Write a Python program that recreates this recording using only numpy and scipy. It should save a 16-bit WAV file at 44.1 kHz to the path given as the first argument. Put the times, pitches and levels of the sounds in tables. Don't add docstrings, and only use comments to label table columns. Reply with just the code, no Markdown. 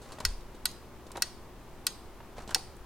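import sys
import numpy as np
from scipy import signal
from scipy.fft import irfft, next_fast_len
from scipy.io import wavfile
from scipy.ndimage import uniform_filter1d

SR = 44100
rng = np.random.default_rng(int(sys.argv[2]) if len(sys.argv) > 2 else 0)


def transcribe(u):
    v = np.clip(np.atleast_2d(u).T, -1, 1)
    q = np.round(v * 32767).astype(np.int16)
    wavfile.write(sys.argv[1], SR, q)


N = 125685
ATTACK_S = 0.0015

# f/Hz, side against middle/dB
SWITCH_WIDTH = [(200, -50), (1500, -33.5), (2800, -14.5), (4500, -9.5), (9000, -5.5), (16000, -9)]
# f/Hz, side against middle/dB
ROOM_WIDTH = [(30, -11), (500, -13.5), (1500, -12.5), (4000, -3.5), (12000, 1)]


def undb(db):
    return 10 ** (np.asarray(db) / 20)


def gain_at(curve, hz):
    f, db = np.array(curve, float).T
    return undb(np.interp(np.log(np.maximum(hz, 1)), np.log(f), db))


def tilt(hz, db_per_octave):
    return db_per_octave * np.log2(hz / 5000)


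def tilted(colour, db_per_octave):
    return [(hz, db + tilt(hz, db_per_octave)) for hz, db in colour]


def noise(colour, width, size, pitch=1):
    hz = np.fft.rfftfreq(size, 1 / SR)
    phases = np.exp(2j * np.pi * rng.random((2, len(hz))))
    mid, side = phases * gain_at(colour, hz / pitch) * (hz > 0)
    side = side * gain_at(width, hz)
    return irfft(np.array([mid + side, mid - side]), size) / irfft(mid, size).std()


def fade(t, attack, t60):
    return np.clip(t / attack, 0, 1) * np.exp(-np.log(1000) * np.maximum(t - attack, 0) / t60)


def add(out, start, sound):
    i = max(int(start * SR), 0)
    out[:, i:i + sound.shape[-1]] += sound[..., :max(N - i, 0)]


def ring(tones, t, column=0, tilt_db=0):
    out = 0
    for hz, t60, *levels in tones:
        lag = np.arctan(gain_at(SWITCH_WIDTH, hz)) * rng.choice([-1, 1]) * np.array([[1], [-1]])
        wave = np.sin(2 * np.pi * (hz * t + rng.random()) + lag)
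        out = out + undb(levels[column] + tilt(hz, tilt_db)) * fade(t, ATTACK_S, t60) * wave
    return out


def background():
    # f/Hz, level/dB
    air = [(12, -1.5), (25, -14), (38, -0.5), (50, -14.5), (70, -12.5), (100, -15.5), (170, -17),
           (360, -17.5), (640, -21), (1030, -21.5), (1500, -28.5), (2000, -31.5), (4500, -39.5),
           (8000, -44), (16000, -46.5)]
    # f/Hz, level/dB
    hum = [(68, -57.5), (121, -60.5), (198, -65), (236, -62.5), (356, -61), (393, -64)]
    t = np.arange(N) / SR
    out = undb(-49) * noise(air, ROOM_WIDTH, next_fast_len(N))[:, :N]
    for hz, db in hum:
        drift = np.cumsum(rng.standard_normal(N)) / np.sqrt(SR)
        out += undb(db) * np.sin(2 * np.pi * hz * t + 3.36 * drift)
    return out


def sock_rubs():
    # t/s, length/s, level/dB
    rubs = [(0, 0.3, -54), (2.353, 0.1, -50.5), (2.469, .08, -47)]
    # f/Hz, level/dB
    colour = [(200, 2.5), (400, -7), (700, 1.5), (1100, 1.5), (1600, -4.5), (2500, -10.5), (4000, -14),
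              (7000, -16.5), (10000, -24), (16000, -40)]
    out = np.zeros((2, N))
    for start, length, db in rubs:
        rustle = noise(colour, SWITCH_WIDTH, SR)
        grain = uniform_filter1d(rng.standard_normal(SR), size=300)
        rustle *= undb(3.6 * grain / grain.std())
        swell = signal.windows.tukey(int(length * SR), .5)
        add(out, start, undb(db) * rustle[:, :len(swell)] * swell)
    return out


def pedal_ticks():
    # t/s, level/dB, t60/s, tilt/(dB per octave)
    ticks = [(0.016, -51.5, 0.36, 1), (0.0886, -53, 0.051, 1), (0.1192, -41, 0.078, 1),
             (.1865, -51, .03, 2.5), (0.2021, -36.5, 0.04, 1.5), (0.407, -48, .03, 0),
             (0.5462, -46.5, 0.11, -1.5), (0.7126, -48, .03, 4), (1.066, -46.5, 0.059, 0),
             (1.1161, -43.5, 0.026, 5.5), (1.1572, -40.5, 0.042, -1), (1.1693, -38.5, .04, 3.5),
             (2.056, -53, 0.033, -1), (2.2016, -56, 0.026, -3), (2.381, -43.5, 0.043, 0),
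             (2.4193, -45, 0.032, 0), (2.4757, -40, 0.038, 0.5), (2.506, -41.5, 0.045, 3),
             (2.7654, -57, .03, 14)]
    # f/Hz, level/dB
    colour = [(500, 11), (1200, -7.5), (2500, -9.5), (4000, -1.5), (6000, -8.5), (8500, -8), (11000, -16.5),
              (16000, -31)]
    out, t = np.zeros((2, N)), np.arange(SR // 5) / SR
    for start, db, t60, tilt_db in ticks:
        hiss = noise(tilted(colour, tilt_db), SWITCH_WIDTH, len(t))
        add(out, start, undb(db) * hiss * fade(t, ATTACK_S, t60))
    return out


def case_knocks():
    # t/s, level/dB, pitch factor
    knocks = [(.184, -42.5, 1.12), (.204, -37.5, 1.21), (1.105, -45.5, 1.286), (1.153, -39, 1.12),
              (1.158, -38, 1.2), (1.1745, -35, 1.026), (2.203, -43.5, 1.2), (2.381, -41, 0.91),
              (2.509, -40, 2), (2.5589, -34, 0.97)]
    # f/Hz, level/dB
    colour = [(120, -47), (350, -1.5), (600, -7), (750, 2.5), (900, -1.5), (1100, -8.5), (1600, -8.5),
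              (3000, -17), (8000, -53)]
    # f/Hz, t60/s, level/dB
    boards = [(330, 0.077, -14), (518, 0.052, -4.5), (796, 0.046, 0), (908, .045, -4)]
    out, t = np.zeros((2, N)), np.arange(SR // 5) / SR
    for start, db, pitch in knocks:
        contact = noise(colour, SWITCH_WIDTH, len(t), pitch) * fade(t, attack=0.0026, t60=0.036)
        add(out, start, undb(db) * (ring(boards, t * pitch) + undb(-1) * contact))
    return out


def floor_thud():
    # t/s, f/Hz, t60/s, level/dB
    touch = (.238, 118, .09, -37)
    # f/Hz, t60/s, level/dB
    floor = [(68, 0.24, -30.5), (37, 0.64, -30.5), (13.5, 1, -34)]
    landing_s = .256
    out, t = np.zeros((2, N)), np.arange(SR) / SR
    for start, hz, t60, db in [touch] + [(landing_s, *tone) for tone in floor]:
        add(out, start, undb(db) * np.sin(2 * np.pi * hz * t) * fade(t, attack=0.0064, t60=t60))
    return out


def crack(colour):
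    rise_s, chatter_s, treble_hz = 0.00073, 0.0015, 9600
    body_t60, treble_t60 = 0.035, 0.014
    t = np.arange(SR // 20) / SR
    burst = noise(colour, SWITCH_WIDTH, len(t)) * np.minimum(t / rise_s, 1)
    treble = signal.sosfiltfilt(signal.butter(2, treble_hz, "high", fs=SR, output="sos"), burst)
    dying = -np.log(1000) * np.maximum(t - rise_s - chatter_s, 0)
    return (burst - treble) * np.exp(dying / body_t60) + treble * np.exp(dying / treble_t60)


def switch_snaps():
    # t/s, level/dB, tilt/(dB per octave)
    presses = [(.2503, -.5, -0.5), (1.2211, 0, -0.5), (2.5456, 0.9, -0.5)]
    releases = [(.6547, -1, 0.5), (1.8667, -0.5, 1)]
    # f/Hz, level/dB
    press_colour = [(200, -29), (700, -18), (1200, -7), (2000, -8), (3200, -4), (4800, 0.5), (7500, -5.5),
                    (9300, 1), (10500, -13), (15000, -4.5), (16500, -23)]
    release_colour = [(200, -35), (700, -15), (1200, -3), (2000, -10), (3200, -2), (4500, 1.5),
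                      (6000, -7.5), (8500, -2.5), (10500, -6.5), (13000, -3.5), (16500, -27)]
    # f/Hz, t60/s, press level/dB, release level/dB
    housing = [(1471, 0.039, -9, -7.5), (1596, 0.045, -11.5, -20), (1930, 0.052, -8, -10.5),
               (2617, 0.053, -13.5, -13.5), (3954, 0.023, -5, 1.5), (4340, 0.066, -4, -10),
               (4674, 0.016, 1, -30), (4933, 0.02, -1, -3.5), (5290, 0.016, -5, -14), (5400, 0.024, 4, -7),
               (5780, 0.045, -6, -14), (6600, 0.08, -21.5, -15), (7050, 0.041, -6.5, -32),
               (8240, 0.022, -34, -3), (9484, 0.017, 0, -3), (11230, 0.033, -13.5, -10),
               (11690, 0.0092, -11, -9)]
    spring = [(4436, .33, -5, -20), (4570, .33, -5, -14), (4786, .18, -12, 0), (4935, .5, -10, -2),
              (6505, .16, 1, 8), (7472, .26, -11, -20), (9200, .24, -14, -20)]
    crack_db, housing_db, spring_db = -22, -23.5, -49
    cracks, rings = np.zeros((2, N)), np.zeros((2, N))
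    short, long = np.arange(SR // 10) / SR, np.arange(SR // 3) / SR
    for column, (snaps, colour) in enumerate([(presses, press_colour), (releases, release_colour)]):
        for start, db, tilt_db in snaps:
            add(cracks, start, undb(db + crack_db) * crack(tilted(colour, tilt_db)))
            add(rings, start, undb(db + housing_db) * ring(housing, short, column, tilt_db))
            add(rings, start, undb(db + spring_db) * ring(spring, long, column))
    return cracks, rings


def room_echo(sound):
    # f/Hz, level/dB
    colour = [(100, -4), (1000, 4.5), (2000, 3.5), (5000, 1), (9000, -1.5), (16000, -10)]
    near_t60, far_t60, far_delay_s = 0.15, 0.45, 0.03
    t = np.arange(SR // 2) / SR
    near = undb(-17.5) * fade(t, 0.01, near_t60) / np.sqrt(near_t60)
    far = undb(-19) * fade(t - far_delay_s, 0.0023, far_t60) / np.sqrt(far_t60)
    tail = noise(colour, ROOM_WIDTH, len(t)) * np.hypot(near, far) * np.sqrt(np.log(1000) / SR)
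    return signal.fftconvolve(sound, tail, axes=1)[:, :N]


def switch_echo(directions):
    out = 0
    for _ in range(directions):
        cracks, rings = switch_snaps()
        out = out + room_echo(cracks + undb(-6.5) * rings)
    return out / np.sqrt(directions)


def scene():
    pedal = pedal_ticks() + case_knocks() + sock_rubs()
    cracks, rings = switch_snaps()
    echoes = room_echo(pedal) + switch_echo(directions=3)
    lean_left = undb([[0.4], [-0.4]])
    return pedal + cracks + rings + echoes + (floor_thud() + background()) * lean_left


def record(dry):
    top_hz = 16200
    return signal.sosfilt(signal.ellip(8, .2, 80, top_hz, fs=SR, output="sos"), dry)


dry = scene()
out = record(dry)
transcribe(out)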